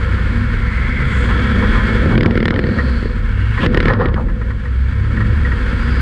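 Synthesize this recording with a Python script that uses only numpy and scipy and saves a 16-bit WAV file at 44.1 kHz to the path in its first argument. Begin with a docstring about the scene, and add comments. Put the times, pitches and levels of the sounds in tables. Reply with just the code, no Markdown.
"""An open-piped V8 lopes, is revved twice and spits volleys of pops, heard inside a stripped stock car.
Its uneven firings boom through the bare cabin and puff out a roar of gas; unburnt fuel bangs in the pipe.
Around it runs a demolition derby: engines drone across the arena, loose panels clank, and a rival car
crumples against the front corner. A limiter ducks the whole mix on the loudest peaks."""
import sys
import numpy as np
from scipy import signal
from scipy.fft import rfft, irfft
from scipy.io import wavfile
from scipy.ndimage import uniform_filter1d, minimum_filter1d

SR = 44100
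rng = np.random.default_rng(int(sys.argv[2]) if len(sys.argv) > 2 else 0)


def store_pcm(level_fs):
    """Save levels as 16-bit WAV."""
    pcm = np.round(np.clip(level_fs, -1, 1) * 32767).astype(np.int16)
    wavfile.write(sys.argv[1], SR, np.atleast_2d(pcm).T)


N = 265041
T = np.arange(N) / SR


def amp(db):
    """Decibels to gain."""
    return 10 ** (np.asarray(db) / 20)


def unit(x):
    """Scales to rms 1."""
    return x / np.sqrt(np.mean(x ** 2) + 1e-20)


def curves(rows):
    """Automation lanes: each column of a timed table, at every sample."""
    times, *columns = np.transpose(rows)
    return [np.interp(T, times, column) for column in columns]


def gate(start_s, end_s, fade_s=0.081):
    """1 from start to end, with a fade outside each edge."""
    return np.clip(np.minimum(T - start_s, end_s - T) / fade_s + 1, 0, 1)


def add(mix, start_s, sound):
    """Drops a sound into the mix."""
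    part = mix[max(round(start_s * SR), 0):][:len(sound)]
    part += sound[:len(part)]


def colour(x, points):
    """EQ curve that dies away within an octave past its ends; rms 1."""
    hz, db = np.transpose(points)
    hz = np.r_[hz[0] / 2, hz, hz[-1] * 2]
    db = np.pad(db, 1, constant_values=-100)
    bins_hz = np.fft.rfftfreq(len(x), 1 / SR)
    gain = amp(np.interp(np.log(bins_hz + 1), np.log(hz), db))
    return unit(irfft(rfft(x) * gain, len(x)))


def wander(rate_hz, hop=16):
    """Random motion up to about rate_hz; rms 1."""
    count = N // hop + 2
    bins_hz = np.fft.rfftfreq(count, hop / SR)
    slow = irfft(rfft(rng.standard_normal(count)) / (1 + (bins_hz / rate_hz) ** 4))
    return unit(np.interp(np.arange(N) / hop, np.arange(len(slow)), slow))


def ring(x, modes):
    """Passes x through a bank of resonances with steep skirts."""
    out = np.zeros(len(x))
    for hz, width, db in modes:
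        band = signal.butter(2, [hz - width / 2, hz + width / 2], "band", fs=SR, output="sos")
        out += amp(db) * signal.sosfilt(band, x)
    return out


def steady(x, window_s):
    """Holds the short-term level at 1."""
    power = abs(uniform_filter1d(x ** 2, int(window_s * SR) + 1))
    return x / np.sqrt(power + 1e-12)


# Engines across the arena, one table each: time_s, firing_hz, level_db
FAR_ENGINES = [
    [(0, 87.2, -25.5), (.2, 92, -19), (.8, 110, -28), (1.05, 137.7, -23)],
    [(1.35, 185.9, -38), (1.55, 195.1, -24.5), (1.7, 210.9, -25), (2.9, 233.1, -27)],
    [(3.2, 94, -24.5), (3.4, 98.2, -17), (3.6, 113.3, -20)],
    [(4.9, 96.76, -21), (5.2, 108.4, -16), (5.33, 110.5, -21)],
]
def far_engines(waver=0.0079, fading_db=2.5, octave_db=-15, trim_db=-1, harmonics=5):
    """Distant drones: dull stacks of firing harmonics that glide and fade in and out."""
    out = np.zeros(N)
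    for rows in FAR_ENGINES:
        hz, db = curves(rows)
        phase = 2 * np.pi * np.cumsum(hz * (1 + waver * wander(20.5))) / SR
        stack = sum(amp(octave_db * np.log2(k) + fading_db * wander(10)) * np.sin(k * phase)
                    for k in range(1, harmonics + 1))
        out += amp(db + trim_db) * gate(rows[0][0], rows[-1][0]) * unit(stack)
    return out


def arena_buzz(echo_s=0.007, waver=0.01402):
    """Sharp firings of the far engines, smeared by the arena into fine, shifting partials."""
    drift = 1 + waver * wander(14.02)
    pulses, t = np.zeros(N), np.arange(4096) / SR
    for rows in FAR_ENGINES:
        fired = np.floor(np.cumsum(curves(rows)[0] * drift) / SR)
        pulses += gate(rows[0][0], rows[-1][0]) * np.diff(fired, prepend=0)
    echo = rng.standard_normal(len(t)) * np.exp(-t / echo_s)
    return unit(signal.oaconvolve(pulses, echo)[:N])


# Hums, whirrs and hisses that swell and fade: start_s, end_s, pitch_hz, width_hz, level_db
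BODY_HUMS = [(0.24, 0.57, 239, 6.6, -24), (0.78, 2.65, 242, 4.5, -27.5), (1.47, 1.74, 91, 7, -16),
             (2.11, 2.535, 229, 10.4, -21.5), (5.1, 5.35, 205, 73, -23.5), (5.66, 6.05, 234, 6.1, -26.5),
             (0.47, 1.42, 2087, 260, -28.5), (0.7, 2.4, 3330, 260, -39.5), (3.27, 3.67, 2780, 340, -42.5),
             (3.595, 3.675, 2800, 1000, -26.5), (2.52, 3.22, 4340, 540, -44.5), (5.6, 7.35, 4790, 380, -42),
             (1.04, 1.33, 7400, 1900, -50)]
def body_hums():
    """Narrow resonances of the body and engine bay, each shaken for a while; the low row near 90 Hz is a far
    engine's drone."""
    out = np.zeros(N)
    for start, end, hz, width, db in BODY_HUMS:
        arch = np.sin(np.pi * np.clip((T - start) / (end - start), 0, 1))
        tone = ring(rng.standard_normal(N), [(hz, width, 0)])
        out += amp(db) * arch * steady(tone, window_s=0.16)
    return out


# Sub-bass shakes of the shell: start_s, end_s, level_db
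SHELL_SHUDDERS = [(0.296, 0.584, -18.5), (1.72, 1.92, -17.5), (2.96, 3.305, -18.5), (3.7, 4.378, -20.5)]
def shell_shudders(pitch_hz=39.1, waver=0.03):
    """The body shell shudders at its lowest resonance."""
    level = sum(amp(db) * gate(start, end) for start, end, db in SHELL_SHUDDERS)
    phase = 2 * np.pi * np.cumsum(pitch_hz * (1 + waver * wander(6.6))) / SR
    return level * np.sqrt(2) * np.sin(phase)


# Ring of the sheet metal: pitch_hz, width_hz, level_db
PANEL_MODES = [(1062, 110, 0.5), (1340, 520, -1.5), (1713, 140, 4.5), (1863, 77, 6)]
# Hits on loose panels: start_s, level_db, length_s, pitch_hz
PANEL_CLANKS = [(1.288, -24, 0.06, 1300), (1.62, -23, 0.068, 1150), (1.732, -24, 0.15, 1170),
                (2.784, -20, 0.029, 1600), (3.575, -18, .018, 1630), (4.283, -31.5, 0.037, 1498),
                (4.412, -32, 0.027, 1800), (4.503, -29.5, 0.014, 1590), (4.653, -30.5, 0.0091, 1800),
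                (5.169, -24.5, .012, 2000), (5.203, -24, 0.03, 1700), (5.449, -20, .018, 2300),
                (5.514, -24, 0.022, 1650)]
def panel_clanks(attack_s=0.0022, tail_s=0.015, ping_db=-4, ping_damping=0.31, focus_db=16):
    """A loose panel is tapped, pings and chatters; each hit favours the modes near its own pitch."""
    out, t = np.zeros(N), np.arange(8192) / SR
    hz, width, mode_db = np.transpose(PANEL_MODES)[:, :, None]
    onset = 1 - np.exp(-(t / attack_s) ** 2)
    ping_decay = np.exp(-np.pi * width * ping_damping * t)
    for start, db, length, pitch_hz in PANEL_CLANKS:
        struck_db = mode_db - focus_db * np.log2(hz / pitch_hz) ** 2
        rattle = ring(rng.standard_normal(len(t)), np.hstack([hz, width, struck_db]))
        chatter = steady(rattle, window_s=0.0059) * np.exp(-np.maximum(t - length / 2, 0) / tail_s)
        phase = 2 * np.pi * (hz * t + rng.random(hz.shape))
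        pings = amp(struck_db + ping_db) * ping_decay * np.sin(phase)
        add(out, start, amp(db) * onset * (chatter + pings.sum(0)))
    return out


def metal_snaps(per_s=3300, spread_db=3.5):
    """Random tiny snaps of uneven size."""
    size = amp(spread_db * np.minimum(rng.exponential(1, N), 3))
    polarity = rng.choice([-1, 1], N)
    return unit(size * polarity * (rng.random(N) < per_s / SR))


# Tone of the crunch: frequency_hz, level_db
CRUNCH_EQ = [(330, 9.5), (490, 20.5), (640, 6.5), (950, 12.5), (1900, 5), (2500, -5.5), (4700, -17),
             (5800, -30), (14000, -63)]
# Folds of the bodywork: start_s, give_way_s, peak_db, build_up_db, release_s
BODY_FOLDS = [(3.61, 3.654, -19, 6, 0.0047), (3.724, 3.771, -26, 5, 0.024),
              (3.841, 3.904, -13.5, 17, 0.036), (3.988, 4.011, -18, 9, 0.066)]
def collision(ring_db=-7, attack_s=0.0088):
    """Folding sheet metal: dense snaps, partly ringing the panels; each fold builds until it gives way."""
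    snaps = metal_snaps()
    metal = colour(snaps, CRUNCH_EQ) + amp(ring_db) * unit(ring(snaps, PANEL_MODES))
    strain = np.zeros(N)
    for start, gives, peak_db, build_db, release in BODY_FOLDS:
        onset = np.clip((T - start) / attack_s, 0, 1)
        build = amp(peak_db - build_db * np.clip((gives - T) / (gives - start), 0, 1))
        strain += onset * build * np.exp(-np.maximum(T - gives, 0) / release)
    return strain * unit(metal)


# Barks as the throttle shuts or the engine stumbles: start_s, level_db
EXHAUST_BARKS = [(2.105, -26), (2.243, -27), (2.517, -28.5), (4.158, -26)]
def exhaust_barks(start_hz=1500, end_hz=480, fall_s=0.034, spread_hz=620, rise_s=0.015):
    """A short, broad rush of gas that darkens as the pipe empties."""
    out = np.zeros(N)
    for start, db in EXHAUST_BARKS:
        t = np.maximum(T - start, 0)
        hz = end_hz + (start_hz - end_hz) * np.exp(-t / fall_s)
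        swell = np.sqrt(t / rise_s * np.exp(1 - t / rise_s))
        gas = wander(spread_hz) * np.sqrt(2) * np.sin(2 * np.pi * np.cumsum(hz) / SR)
        out += amp(db) * swell * gas
    return out


# Ring of each pop, low thump modes and a bright ring near 2 kHz: pitch_hz, level_db, t60_s
POP_MODES = [(93.8, 14, 0.028), (359, 6, 0.018), (458, -8, 0.026), (1800, -9.5, 0.021), (2138, -15, 0.02),
             (2940, -10, 0.0056)]
# Tone of a pop's spit of noise: frequency_hz, level_db
SPIT_EQ = [(800, 21.5), (2100, 36.5), (2600, 15), (3300, 21), (5000, 11), (6000, -6), (9000, -11),
           (15000, -33.5)]
# Volleys of backfire: start_s, thump_db, crack_db
EXHAUST_POPS = [(2.059, -7, -28), (2.1544, -7.5, -20), (2.178, -7, -16.5), (2.208, -7, -16),
                (2.2311, -10, -17), (2.2591, -4.5, -16), (2.3086, -12, -20.5), (2.354, -9.5, -21.5),
                (2.375, -7.5, -16), (2.403, -10, -19), (2.427, -11, -20), (2.4551, -9, -14.5),
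                (2.481, -10.5, -15.5), (2.506, -9, -17.5), (2.540, -15, -22), (2.560, -15, -22),
                (2.591, -9, -18), (2.639, -9, -22), (2.668, -13, -23.5), (2.688, -11.5, -28.5),
                (3.026, -16.5, -32), (3.055, -15, -31), (3.662, -7.5, -14), (3.745, -6, -14.5),
                (3.773, -5, -12), (3.803, -16, -13.5), (3.828, -12, -19), (3.8549, -7.5, -15.5),
                (3.882, -14, -16), (3.9347, -20, -20.5), (4.057, -8, -19.5), (4.085, -21, -27),
                (4.142, -13, -25.5)]
def exhaust_pops(burn_s=0.0017, low_db=5.0, ring_db=14.0, swell=1.28, detune=0.035, plain_crack_db=-17):
    """Unburnt fuel explodes in the pipe: a thump, a short ring and a spit, brighter for hard cracks."""
    out, t = np.zeros(N), np.arange(4096) / SR
    hz, mode_db, t60 = np.transpose(POP_MODES)[:, :, None]
    burst = t / burn_s * np.exp(1 - t / burn_s)
    onset = 1 - np.exp(-(t * hz * swell) ** 2)  # low modes open later: the thump follows the crack
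    for start, thump_db, crack_db in EXHAUST_POPS:
        tuning = 1 + detune * rng.standard_normal(hz.shape)
        drive_db = np.where(hz > 1000, crack_db + ring_db, thump_db + low_db)
        modes = amp(mode_db + drive_db - 60 * t / t60) * np.sin(2 * np.pi * hz * tuning * t)
        shelf_db = crack_db - plain_crack_db
        eq = [(f, db + shelf_db * (f > 5500)) for f, db in SPIT_EQ]
        noise = colour(rng.standard_normal(len(t)), eq)
        spit = amp(crack_db) * burst * steady(noise, window_s=0.005)
        add(out, start, spit - (onset * modes).sum(0))
    return out


def dip_after_pops(depth_db=11, hold_s=0.087, per_crack=0.83):
    """A brief level dip after each pop, in dB, deeper after a hard crack."""
    hardest_db = max(crack_db for _, _, crack_db in EXHAUST_POPS)
    dip_db = np.zeros(N)
    for start, _, crack_db in EXHAUST_POPS:
        window = (T > start) * np.exp(-((T - start) / hold_s) ** 4)
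        dip_db = np.maximum(dip_db, window * (depth_db + per_crack * (crack_db - hardest_db)))
    return -dip_db


# Engine speed off the throttle, sagging after the crash: time_s, firing_hz
IDLE_SPEED = [(0, 62), (.58, 61), (1.08, 65.4), (1.33, 56), (1.48, 69), (1.8, 52), (2.0, 57), (2.9, 59.7),
              (3.55, 60.3), (4.35, 46), (4.48, 58), (4.95, 69), (5.25, 59.7), (5.39, 77), (5.56, 56),
              (6.01, 66.4)]
# Stabs of the throttle: start_s, end_s, rise_s, spin_down_s, top_firing_hz, growl_db
THROTTLE_STABS = [(2.0, 2.64, .43, .06, 228, -17.5), (3.569, 3.78, .07, .15, 238, -15.5)]
def firing_rate():
    """Firings a second: each rev climbs from idle, holds and spins down."""
    hz = idle_hz = curves(IDLE_SPEED)[0]
    for start, end, rise, spin_down, top_hz, _ in THROTTLE_STABS:
        throttle = np.clip((T - start) / rise, 0, 1) * np.exp(-np.maximum(T - end, 0) / spin_down)
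        hz = hz + throttle * (top_hz - idle_hz)
    return hz


# Punch of the eight cylinders in firing order: level_db
CYLINDER_ACCENTS = [8.5, -7.5, -3.5, -11, -5.5, 6, -3, -7]
def v8_firings(lope=0.024, uneven_db=2.5):
    """The crank turns unevenly: its phase, counted in firings, and one impulse for each firing."""
    cycles = np.cumsum(firing_rate() * (1 + lope * wander(12.7))) / SR
    fired_at = np.flatnonzero(np.diff(np.floor(cycles))) + 1
    scatter_db = uneven_db * rng.standard_normal(N)[:len(fired_at)]
    pulses = np.zeros(N)
    pulses[fired_at] = amp(np.resize(CYLINDER_ACCENTS, len(fired_at)) + scatter_db)
    return cycles, pulses


# Fader for the growl between revs: time_s, level_db
GROWL_FADER = [(0, -27), (.8, -28.5), (1.6, -19.5), (2.05, -20.5), (2.8, -34), (4.75, -36), (5.25, -27)]
def growl_gain(rise_s=0.072, fall_db_per_s=23):
    """The growl follows the load, leaps with each rev and dies away slowly."""
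    power = amp(curves(GROWL_FADER)[0]) ** 2
    for start, end, *_, db in THROTTLE_STABS:
        onset = np.clip((T - start) / rise_s, 0, 1)
        power += (onset * amp(db - fall_db_per_s * np.maximum(T - end, 0))) ** 2
    return np.sqrt(power)


# Tone of the roar's four bands, low to high: frequency_hz, level_db
GROWL_EQ = [(160, -5.5), (235, 1.5), (280, -11.5), (440, -15), (495, -7), (570, -21.5), (780, -33)]
RASP_EQ = [(640, -20), (800, -14), (1060, -2.5), (1170, -8), (1340, 2), (1800, 0.5), (2020, -8), (2250, -2),
           (2480, -25.5)]
HISS_EQ = [(1700, -16), (2500, 4.5), (2950, 1), (3320, 4), (3650, -4), (4600, -4.5), (5600, -18.5)]
FIZZ_EQ = [(4000, -11), (5600, -0.5), (8020, 0), (9600, -5), (10400, -16.5), (11600, -14), (15000, -32)]
# Group fader for rasp, hiss and fizz: time_s, level_db
RUSH_FADER = [(0, -24.5), (.7, -26), (1.3, -22), (1.9, -20.5), (2.15, -25.5), (2.95, -27.5), (3.22, -32),
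              (3.65, -24.5), (3.9, -15.5), (3.97, -35.5), (4.3, -37), (5.2, -29), (6.01, -23)]
def v8_roar(pulses, puff_s=0.0068, throb=0.25, flutter_db=0.88, pulse_db=-12, buzz_db=-7.5,
            rasp_db=-2.5, hiss_db=-14.5, fizz_db=-34.5):
    """Each firing lets out a soft puff of turbulent gas, over engine-bay rush and the arena's buzz."""
    rush_db, dip_db = curves(RUSH_FADER)[0], dip_after_pops()
    puffs = np.tanh(unit(signal.oaconvolve(pulses, np.hanning(int(2 * puff_s * SR)), "same")))
    gas = unit((1 + throb * puffs) * amp(flutter_db * wander(20.0)))
    growl, rasp, hiss, fizz = gas * rng.standard_normal((4, N))
    growl = steady(colour(growl + amp(pulse_db) * unit(pulses), GROWL_EQ), window_s=0.069)
    rasp = colour(rasp + amp(buzz_db) * arena_buzz(), RASP_EQ)
    return (growl_gain() * amp(0.33 * dip_db) * growl  # the lows dip least, the fizz most
            + amp(rush_db + dip_db + rasp_db) * rasp
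            + amp(rush_db + dip_db + hiss_db) * colour(hiss, HISS_EQ)
            + amp(0.85 * rush_db + 1.45 * dip_db + fizz_db) * colour(fizz, FIZZ_EQ))


# Low resonances of the bare cabin: pitch_hz, width_hz, level_db
CABIN_MODES = [(40.8, 16.4, -1.5), (58.3, 32.3, -2), (97.8, 18.7, -0.5), (126.9, 27, -9)]
# Faders for the cabin boom and the firing note: time_s, level_db
BOOM_FADER = [(0, -19), (2.1, -16.5), (3.3, -23), (3.85, -15.5), (4.7, -22.5), (5.2, -17)]
NOTE_FADER = [(0, -18.5), (.55, -30), (.72, -18), (.97, -25), (1.28, -15.5), (1.5, -24), (2.16, -15),
              (2.26, -29), (2.62, -35.5), (2.88, -15), (3.15, -29), (3.42, -19), (3.6, -27), (4.3, -24),
              (4.48, -17.5), (4.63, -25), (4.79, -13.5), (5.1, -29.5), (5.4, -16), (5.62, -24),
              (6.01, -17.5)]
def v8_boom(cycles, pulses, shake_db=1, octave_db=-17):
    """Firing pulses and the shaking chassis drive the cabin; the clean firing note rides on top."""
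    drive = unit(pulses) + amp(shake_db) * rng.standard_normal(N)
    cabin = steady(ring(drive, CABIN_MODES), window_s=0.065)
    note = unit(np.sin(2 * np.pi * cycles) + amp(octave_db) * np.sin(4 * np.pi * cycles))
    return amp(curves(BOOM_FADER)[0]) * cabin + amp(curves(NOTE_FADER)[0]) * note


def scene():
    """The mono mix, as heard from the cabin."""
    cycles, pulses = v8_firings()
    car = v8_boom(cycles, pulses) + shell_shudders() + v8_roar(pulses) + body_hums()
    exhaust = exhaust_pops() + exhaust_barks()
    return (car + exhaust + far_engines() + panel_clanks() + collision())[None]


def record(dry, ceiling=0.94, recovery_db_per_s=120, cutoff_hz=15600):
    """A limiter ducks everything after each loud pop; a low-pass then trims the top."""
    over_db = 20 * np.log10(np.maximum(abs(dry[0]) / ceiling, 1))
    recovery_db = T * recovery_db_per_s
    held_db = np.maximum.accumulate(over_db + recovery_db) - recovery_db
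    gain_db = uniform_filter1d(minimum_filter1d(-held_db, size=65), size=65)  # closes ahead of each peak
    lowpass = signal.firwin(511, cutoff_hz, window=("kaiser", 9), fs=SR)
    return signal.oaconvolve(dry * amp(gain_db), lowpass[None], "same")


dry = scene()
out = record(dry)
store_pcm(out)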